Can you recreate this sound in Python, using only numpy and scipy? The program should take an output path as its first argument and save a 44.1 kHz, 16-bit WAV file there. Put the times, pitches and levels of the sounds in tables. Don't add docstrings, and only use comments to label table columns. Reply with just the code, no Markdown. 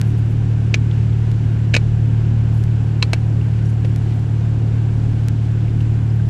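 import sys
import numpy as np
from scipy import signal
from scipy.fft import rfft, irfft
from scipy.io import wavfile
from scipy.ndimage import uniform_filter1d

SR = 44100
rng = np.random.default_rng(int(sys.argv[2]) if len(sys.argv) > 2 else 0)


def convert_level_to_amplitude(level_db):
    exponent = np.asarray(level_db, float) / 20
    return 10 ** exponent


def generate_wav(sig):
    pcm = np.round(np.clip(np.atleast_2d(sig).T, -1, 1) * 32767).astype(np.int16)
    wavfile.write(sys.argv[1], SR, pcm)


N = 277389

# multiple of the cycle rate, level/dB
BOOM = [(1, -22.5), (2, -8.5), (3, 3), (4, -6), (5, -14.5), (6, -23), (7, -24), (8, -44.5)]
IDLE_HZ, NODE_HZ = 37.21, 168
IDLE_DB, SWAY_DB = -17.5, 0.43
# f/Hz, level/dB (rms)
BLOWER = [
    (24.5, -57),
    (92, -43),
]
# f/Hz, level/dB (per Hz)
AIR = [(150, -20.5), (190, -8.5), (270, -8.5), (350, -10.5), (590, -25.5), (710, -22.5), (1240, -31.5),
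       (1570, -27.5), (1850, -33), (2860, -34), (4030, -41.5), (7600, -48), (11000, -57), (15000, -81)]
# f/Hz, level/dB (per Hz)
WHISTLE = [(6800, -30), (7300, -3), (7550, 0), (7800, -30), (9000, -70)]
# f/Hz, level/dB (per Hz)
RUMBLE = [(20, -30), (32, -13), (36.5, 8), (41, -3), (60, -7), (80, 0), (100, 2), (125, 1), (140, -3),
          (160, 0), (175, -9), (230, -25), (400, -70)]
AIR_DB, WHISTLE_DB, RUMBLE_DB = -40.5, -70, -29.5

# t/s (start), swell time/s, level/dB (peak)
SLIDES = [(3.647, .012, -60), (3.68, .015, -62), (3.845, .008, -65), (3.96, .025, -67), (4.1, .05, -69),
          (5.8, .008, -65)]
# t/s (start), swell time/s, level/dB (peak)
SHUFFLES = [(.88, .1, -57), (3.5, .07, -53), (3.844, .006, -41), (3.87, .05, -58), (4.07, .04, -51),
            (4.118, .006, -45), (5.804, .004, -46)]
# t/s (start), swell time/s, level/dB (peak)
BRUSHES = [(.035, .035, -61), (.165, .02, -64), (.245, .01, -68), (.293, .013, -63), (2.5, .07, -63)]
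# t/s, level/dB (peak), brightness/dB
TICKS = [(0.0145, -11, -2.5), (1.3162, -25, -9.5), (2.639, -24.5, -3), (3.9615, -21, -4.5),
         (4.1945, -35.5, 7), (5.285, -15.5, -1), (6.2885, -28, -8.5)]
# t/s, level/dB (peak), f/Hz, t60/s
TAPS = [(0.9134, -27, 3300, .004), (1.1308, -30, 3280, 0.006), (3.4134, -36, 2750, 0.015),
        (3.657, -42.5, 5640, 0.021), (3.848, -22.5, 505, 0.026), (5.682, -37, 2400, 0.012),
        (5.8063, -22, 3000, 0.0044), (6.101, -46, 5030, 0.037), (6.198, -36.5, 1560, 0.042)]
# t/s, level/dB (peak)
BEADS = [(.95, -64), (1.11, -67), (3.19, -66), (3.723, -58), (3.899, -61), (4.098, -64), (4.141, -58),
         (4.154, -62.5), (4.174, -71), (5.661, -61.5), (5.68, -69), (5.818, -57.5), (6.156, -60.5)]
BEAD_HZ, BEAD_T60_S = 13500, 0.035

# t/s, level/dB
BUCKLES = [(.7406, -12), (1.7378, -12), (1.7627, -14), (3.0246, -10), (3.1322, -18)]
# t/s, wall level/dB, wall f/Hz, rim level/dB, crack top level/dB
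POPS = [
    (0.7429, -7.5, 2460, -17, -38),
    (1.7414, -8, 2400, -15, -27),
    (1.7499, -5, 2600, -26, -23),
    (1.7654, -8, 2500, -9, -28),
    (3.0268, -14, 2610, -5, -22),
    (3.1332, -11, 2620, -16, -15),
]
# multiple of rim f, level/dB, t60/s
RIM = [(1, 0, .013), (1.06, -15, .045), (1.14, -9, .008), (.79, -10, .012)]
# t/s, level/dB, f/Hz
KNOCKS = [(.7428, -19, 600), (1.7413, -17, 600), (1.7499, -17, 600), (1.7655, -14, 540),
          (3.0266, -17, 1020), (3.1335, -14, 660)]
# delay/s, level/dB
SEAT = [(.004, -13), (.0075, -17), (.012, -27)]
WALL_T60_S, RIM_OVER_WALL, BUCKLE_HZ, BUCKLE_T60_S = 0.019, 1.56, 2660, 0.013
CRACK_DB, TAIL_DB = -8, -23.5
FULLER_WHEN_DULL = 0.16


def level(x, db):
    return x * convert_level_to_amplitude(db) / np.sqrt(np.mean(x ** 2))


def colour(x, points):
    size = 2 ** 19
    hz, db = np.transpose(points)
    log_hz = np.log(np.fft.rfftfreq(size, 1 / SR) + 1)
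    log_gain = np.interp(log_hz, np.log(hz), db) * np.log(10) / 20
    cepstrum = irfft(log_gain)
    cepstrum[1:size // 2] *= 2
    cepstrum[size // 2 + 1:] = 0
    return irfft(rfft(x, size) * np.exp(rfft(cepstrum)))[:len(x)]


def walk(rate):
    hold = int(SR / rate)
    steps = np.repeat(rng.standard_normal(N // hold + 1), hold)
    return 1.51 * uniform_filter1d(uniform_filter1d(steps, hold), hold)[:N]


def decay(t, t60):
    return 1000.0 ** (-t / t60)


def ring(t, hz, t60):
    return np.sin(2 * np.pi * hz * t) * (1 - np.exp(-t / 0.00018)) * decay(t, t60)


def add(out, s, sound):
    i = int(s * SR)
    out[i:i + len(sound)] += sound[:len(out) - i]


def engine():
    wander = walk(3)
    hz = IDLE_HZ * (1 + 0.0012 * wander)
    wraps = np.diff(np.floor(np.cumsum(hz) / SR), prepend=0)
    thrusts = wraps * convert_level_to_amplitude(0.25 * walk(30))
    cabin = [(22, -70.5)] + [(k * IDLE_HZ, db) for k, db in BOOM] + [(420, -59), (900, -200)]
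    earlier = int(20 * SR / IDLE_HZ)
    running = np.concatenate([thrusts[:earlier], thrusts])
    boom = rfft(colour(running, cabin)[-N:])
    boom *= np.tanh((NODE_HZ - np.fft.rfftfreq(N, 1 / SR)) / 5)
    return level(irfft(boom, N), IDLE_DB + 2) * convert_level_to_amplitude(SWAY_DB * wander)


def blower():
    t = np.arange(N) / SR
    return sum(np.sqrt(2) * convert_level_to_amplitude(db) * np.sin(2 * np.pi * hz * t + walk(1.2)) for hz, db in BLOWER)


def air():
    rush = 0
    edges_hz = [100, 450, 1200, 3200, 8000, 20000]
    for lo, hi in zip(edges_hz, edges_hz[1:]):
        bandpass = signal.butter(2, [lo, hi], "bandpass", fs=SR, output="sos")
        band = signal.sosfilt(bandpass, rng.standard_normal(N))
        rush = rush + band * convert_level_to_amplitude(0.45 * walk(1.5) + 0.55 * walk(10))
    rush = colour(rush, AIR)
    above = signal.sosfilt(signal.butter(4, 400, "highpass", fs=SR, output="sos"), rush)
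    rush = rush * convert_level_to_amplitude(AIR_DB) / np.std(above)
    whistle = level(colour(rng.standard_normal(N), [(20, -94.5)] + WHISTLE), WHISTLE_DB)
    rumble = level(colour(rng.standard_normal(N), RUMBLE), RUMBLE_DB)
    return whistle + rush + rumble


def strokes(table):
    t = np.arange(N) / SR
    out = np.zeros(N)
    for s, swell, db in table:
        x = np.maximum(t - s, 0) / swell
        out += convert_level_to_amplitude(db) * (x * np.exp(1 - x)) ** 2
    return out


def rubbing():
    skin, rubber, brush = rng.standard_normal((3, N)) * convert_level_to_amplitude(2.5 * walk(300))
    skin = colour(skin, [(1500, -25), (4000, -8), (6000, 0), (9500, -1), (12000, -12), (15000, -40)])
    rubber = colour(rubber, [(400, -22.5), (1200, -8.5), (2500, 5), (3800, -5.5), (6000, -13), (12000, -49.5)])
    brush = colour(brush, [(2000, -20), (6000, 0), (10500, 0), (13500, -5), (16000, -18)])
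    slides = level(skin, 5.5) * strokes(SLIDES)
    shuffles = level(rubber, 0) * strokes(SHUFFLES)
    return slides + shuffles + level(brush, 3) * strokes(BRUSHES)


def ticks():
    out, t = np.zeros(N), np.arange(4096) / SR
    for s, db, bright_db in TICKS:
        tone = [(300, -28.5), (1500, 0.5), (3000, -1), (6000, bright_db),
                (13000, bright_db - 9.5), (16500, bright_db - 36)]
        click = colour(1.0 * (t == 0), tone)
        add(out, s, convert_level_to_amplitude(db) * click / np.max(np.abs(click)))
    touches = TAPS + [(s, db, BEAD_HZ, BEAD_T60_S) for s, db in BEADS]
    noise = rng.standard_normal((len(touches), len(t)))
    rough = uniform_filter1d(uniform_filter1d(noise, size=50), size=50) * 10
    for (s, db, hz, t60), shake in zip(touches, rough):
        add(out, s, convert_level_to_amplitude(db) * ring(t, hz, t60) * (1 + 0.3 * shake))
    return out


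def buckles(out, t):
    for s, db in BUCKLES:
        rim = convert_level_to_amplitude(-9) * ring(t, RIM_OVER_WALL * BUCKLE_HZ, 0.0075)
        add(out, s, convert_level_to_amplitude(db) * (ring(t, BUCKLE_HZ, BUCKLE_T60_S) + rim))


def knocks(out, t):
    for s, db, hz in KNOCKS:
        seat = convert_level_to_amplitude(-7.5) * ring(t, 485, 0.044) + convert_level_to_amplitude(-2.5) * ring(t, 330, 0.023) + convert_level_to_amplitude(-15.5) * ring(t, 1080, 0.016)
        add(out, s, convert_level_to_amplitude(db) * (ring(t, hz, 0.019) + seat))


def pops():
    out, t = np.zeros(N), np.arange(4096) / SR
    grit = rng.standard_normal((len(POPS), 2, len(t)))
    strike = np.minimum(t / 0.0011, 1) * decay(t, 0.015)
    bloom = (1 - np.exp(-t / 0.00067)) * decay(t, 0.068)
    for (s, wall_db, wall_hz, rim_db, top_db), (burst, wash) in zip(POPS, grit):
        wall = ring(t, wall_hz, WALL_T60_S) + convert_level_to_amplitude(-15) * ring(t, 2310, 0.055)
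        wall += convert_level_to_amplitude(-8) * ring(t, 1680, 0.012) + convert_level_to_amplitude(-7) * ring(t, 2850, 0.012)
        rim_hz = RIM_OVER_WALL * wall_hz
        rim = sum(convert_level_to_amplitude(db) * ring(t, k * rim_hz, t60) for k, db, t60 in RIM)
        crack_tone = [(700, -27), (1700, 9), (2200, 2), (4500, -1), (7000, -4.5),
                      (10500, top_db), (13000, top_db - 9), (14500, top_db - 39)]
        crack = colour(burst * strike + 4 * (t == 0), crack_tone)
        crack_db = CRACK_DB - FULLER_WHEN_DULL * (top_db + 23)
        snap = convert_level_to_amplitude(wall_db) * wall + convert_level_to_amplitude(rim_db) * rim + convert_level_to_amplitude(crack_db) * crack
        tail_tone = [(400, 0), (2400, 3), (4200, 2 + 0.48 * rim_db), (7000, -9.5), (12000, -24), (16000, -58)]
        tail = colour(wash * bloom, tail_tone)
        add(out, s, snap + convert_level_to_amplitude(TAIL_DB) * tail)
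        for delay, echo_db in SEAT:
            add(out, s + delay, convert_level_to_amplitude(echo_db) * snap)
    buckles(out, t)
    knocks(out, t)
    return out


def scene():
    return (engine() + blower() + air() + rubbing() + ticks() + pops())[None]


def roll_off(x):
    return signal.sosfilt(signal.butter(12, 15800, fs=SR, output="sos"), x)


def record(dry):
    rounded = np.tanh(0.8 * dry) / 0.74
    return roll_off(rounded)


dry = scene()
out = record(dry)
generate_wav(out)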